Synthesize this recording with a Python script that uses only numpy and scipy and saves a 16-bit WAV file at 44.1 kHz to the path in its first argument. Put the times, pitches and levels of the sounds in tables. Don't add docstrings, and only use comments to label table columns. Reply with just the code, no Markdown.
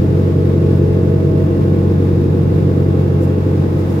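import sys
import numpy as np
from scipy import signal
from scipy.fft import rfft, irfft
from scipy.io import wavfile
from scipy.ndimage import uniform_filter1d, minimum_filter1d

SR = 44100
rng = np.random.default_rng(int(sys.argv[2]) if len(sys.argv) > 2 else 0)


def waveform_to_disk(signal):
    frames = np.transpose(np.atleast_2d(signal))
    scaled = np.clip(frames, -1, 1) * 32767
    samples = np.round(scaled).astype(np.int16)
    wavfile.write(sys.argv[1], SR, samples)


N = 176400
CRANK_HZ, FIRINGS_PER_TURN = 1392.1 / 60, 2


def from_db(db):
    return 10 ** (np.asarray(db) / 20)


def fader(rows):
    return from_db(np.interp(np.arange(N) / SR, *np.transpose(rows)))


def at_hz(rows, hz, column=1):
    rows = np.array(rows)
    return np.interp(np.log(np.maximum(hz, 1)), np.log(rows[:, 0]), rows[:, column])


def drift(rate_hz):
    hop, settle = 100, 2000
    pole = np.exp(-2 * np.pi * rate_hz * hop / SR)
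    noise = rng.standard_normal(N // hop + settle + 2)
    slow = signal.lfilter([1], [1, -2 * pole, pole * pole], noise)[settle:]
    return np.interp(np.arange(N) / hop, np.arange(len(slow)), (slow - slow.mean()) / slow.std())


def turns_at(hz, wander):
    return np.cumsum(hz * (1 + wander * drift(1.5))) / SR


def split(x, hz):
    low = irfft(rfft(x) / (1 + (np.fft.rfftfreq(N, 1 / SR) / hz) ** 6), N)
    return low, x - low


def partial(turns, hz, ears_db, waver_db):
    apart = rng.choice([-1, 1]) * min((hz / 600) ** 1.6, 2) * np.array([[.5], [-.5]])
    level_db = np.array(ears_db)[:, None] + waver_db * drift(rate_hz=1)
    return np.sqrt(2) * from_db(level_db) * np.sin(2 * np.pi * turns + apart)


def even_running(orders, levels, tries=100, exhaust_top_hz=200):
    exhaust = orders * CRANK_HZ < exhaust_top_hz
    starts = rng.random((len(orders), tries))
    starts[exhaust & (orders % FIRINGS_PER_TURN == 0)] = 0
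    phasors = (levels * exhaust)[:, None] * np.exp(2j * np.pi * starts)
    lope = 0
    for gap in (.5, 1):
        neighbours = (orders[:, None] - orders == gap) @ phasors
        lope += abs(np.sum(phasors.conj() * neighbours, axis=0)) ** 2
    return starts[:, np.argmin(lope)]


# multiple of the crank speed, left level in dB, right level in dB.
ENGINE_ORDERS = [(2.0, -37.5, -39), (4.0, -16, -16.5), (5.0, -44, -65), (5.5, -35, -28.5),
                 (6.0, -19.5, -20), (6.5, -26.5, -25.5), (7.0, -25.5, -27), (7.5, -42.5, -41),
                 (8.0, -24, -22.5), (9.0, -40, -43), (9.5, -36.5, -43.5), (10.0, -36.5, -41),
                 (10.5, -38, -45), (11.5, -37, -31.5), (12.0, -46, -34), (12.5, -60, -41),
                 (13.0, -30.5, -29.5), (13.5, -33.5, -39.5), (14.0, -35.5, -48), (14.5, -26, -29.5),
                 (15.0, -37, -31), (15.5, -32, -36.5), (16.0, -30, -36), (16.5, -35.5, -33.5),
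                 (17.5, -56, -36), (18.0, -34, -42.5), (18.5, -38, -40), (19.0, -39.5, -39.5),
                 (19.5, -50, -38), (20.0, -36, -30), (21.5, -41.5, -36.5), (22.0, -33.5, -39.5),
                 (22.5, -39, -43), (23.0, -57, -44.5), (23.5, -49, -43), (24.0, -65, -49), (24.5, -66, -58),
                 (26.0, -66, -48), (28.0, -46, -47), (28.5, -51, -45.5)]

def engine(crank):
    table, drone = np.array(ENGINE_ORDERS), np.zeros((2, N))
    orders, ears = table[:, 0], table[:, 1:]
    starts = even_running(orders, from_db(ears.mean(axis=1)))
    for order, ears_db, start in zip(orders, ears, starts):
        waver_db = 1.82 if order % FIRINGS_PER_TURN else .52
        drone += partial(order * crank + start, order * CRANK_HZ, ears_db, waver_db)
    return drone


# frequency in Hz, left-right correlation (1 is mono).
EAR_LIKENESS = [(30, 0.62), (60, 0.84), (110, 1), (180, 0.99), (250, 0.96), (350, .82), (500, 0.87),
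                (700, 0.21), (1300, -0.25), (2500, -0.0061)]

def ear_noise(hz, size):
    mid, side = rfft(rng.standard_normal((2, size)))
    alike = np.clip(at_hz(EAR_LIKENESS, hz), -.99, .99)
    return np.sqrt((1 + alike) / 2) * mid + np.sqrt((1 - alike) / 2) * side * [[1], [-1]]


# frequency in Hz, level per harmonic in dB.
PANEL_BUZZ = [(60, -54), (250, -54), (520, -55), (700, -61), (1100, -64.5), (1700, -72), (3000, -82.5),
              (5000, -89)]

def housing(crank, size=8192):
    hz = np.arange(size // 2 + 1) * CRANK_HZ / 2
    colour = from_db(at_hz(PANEL_BUZZ, hz)) * (hz > PANEL_BUZZ[0][0]) * (hz < PANEL_BUZZ[-1][0])
    cycle = irfft(ear_noise(hz, size) * colour, size) * np.sqrt(size / 2)
    return np.array([np.interp(crank / 2 * size, np.arange(size), ear, period=size) for ear in cycle])


# multiple of the lobe rate, left level in dB, right level in dB.
ROTOR_PARTIALS = [(1, -28, -28), (2, -29.5, -33.5), (3, -44, -38), (4, -49, -47.5), (5, -50, -47.5),
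                  (6, -52.5, -54), (7, -62, -53), (8, -52.5, -58), (12, -65, -62), (13, -61, -57)]
# time in seconds, gain in dB.
OVERTONE_FADER = [(0, 3.5), (.9, 2.5), (1.45, 2.5), (1.8, -1.5), (2.4, -6.5), (3.2, -0.5), (4, -3)]

def rotors(lobe_hz=212.43):
    lobes, hum = turns_at(lobe_hz, wander=.001785), np.zeros((2, N))
    for harmonic, *ears_db in ROTOR_PARTIALS:
        tone = partial(harmonic * lobes + rng.random(), harmonic * lobe_hz, ears_db, waver_db=2)
        hum += tone * (fader(OVERTONE_FADER) if harmonic in (2, 3) else 1)
    return hum


# pitch in Hz, left level in dB, right level in dB.
FAN_TONES = [(471.5, -33.5, -30), (802, -54.5, -48), (1110, -52, -51.5), (3780, -63, -71)]

def fan_and_drive():
    return sum(partial(turns_at(hz, wander=.00186), hz, ears_db, waver_db=3)
               for hz, *ears_db in FAN_TONES)


# time in seconds, gain in dB.
WHIRR_FADER = [(0, -0.5), (1.2, -0.8), (2.2, -.6), (2.9, 1.1), (3.5, 0.5), (4, 3.3)]
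# time in seconds, gain in dB.
HISS_FADER = [(0, 0.5), (1.2, -0.36), (2.8, -0.4), (3.3, -0.5), (4, 1.2)]
# centre in seconds, half width in seconds, boost in dB.
TREBLE_SWELLS = [(3.235, 0.018, 7), (3.80, .024, 3.5), (3.93, 0.035, 4)]

def cooling_air(noise):
    t = np.arange(N) / SR
    whirr, upper = split(noise, hz=1500)
    hiss, treble = split(upper, hz=6000)
    swell_db = sum(db * np.exp(-.5 * ((t - centre) / width) ** 2) for centre, width, db in TREBLE_SWELLS)
    hiss += treble * from_db(swell_db)
    flutter = from_db(.53 * drift(rate_hz=18))
    return (whirr * fader(WHIRR_FADER) + hiss * fader(HISS_FADER)) * flutter


# frequency in Hz, left and right density in dB per Hz.
RUSH_COLOUR = [(20, -76, -76), (35, -61, -55), (55, -53, -50.5), (80, -59, -51.5), (116.5, -42, -42),
               (152.6, -41, -39.5), (182, -51, -51.5), (242, -47, -48.5), (282, -44.5, -47),
               (338, -44, -42), (387, -52.5, -55.5), (509, -52, -50.5), (560, -58, -60),
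               (756, -68.5, -64.5), (868, -64, -62.5), (940, -68, -68), (1070, -67.5, -68),
               (1400, -73, -71.5), (2010, -74.5, -77), (2660, -78.5, -82), (3040, -82.5, -85),
               (3550, -80.5, -83), (4400, -88, -86), (4960, -86, -83.5), (5920, -92, -89.5),
               (6800, -93, -90), (8050, -101, -92.5), (9150, -110, -91), (10500, -108, -91),
               (11500, -102, -90), (13000, -101, -94), (14300, -97, -95), (15500, -97, -97)]

def exhaust_and_air(crank, rumble_throb=.17, air_throb=.09, delay_s=.0012):
    hz = np.fft.rfftfreq(N, 1 / SR)
    colour = from_db([at_hz(RUSH_COLOUR, hz, column) for column in (1, 2)])
    noise = irfft(ear_noise(hz, N) * colour, N) * np.sqrt(SR / 2)
    low, upper = split(noise, hz=606)
    beat = np.cos(2 * np.pi * FIRINGS_PER_TURN * (crank - delay_s * CRANK_HZ))
    rumble = low * from_db(-.5) * (1 + rumble_throb * beat)
    air = cooling_air(upper) * (1 + air_throb * beat)
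    return rumble, air


# time in seconds, gain in dB.
DRONE_FADER = [(0, 0.1), (.5, 0), (2.0, 0.46), (2.9, 0.15), (3.5, -0.9), (4, -2.5)]

def scene():
    crank = turns_at(CRANK_HZ, wander=.0007)
    rumble, air = exhaust_and_air(crank)
    drone = (engine(crank) + rumble) * fader(DRONE_FADER)
    return drone + housing(crank) + rotors() + fan_and_drive() + air


def record(dry, cutoff_hz=15700, ceiling=.92, smooth_s=.006):
    x = signal.sosfiltfilt(signal.ellip(10, .05, 60, cutoff_hz, fs=SR, output="sos"), dry)
    size = int(smooth_s * SR)
    gain = minimum_filter1d(ceiling / np.maximum(abs(x).max(axis=0), ceiling), 2 * size + 1)
    return x * uniform_filter1d(uniform_filter1d(gain, size), size)


dry = scene()
out = record(dry)
waveform_to_disk(out)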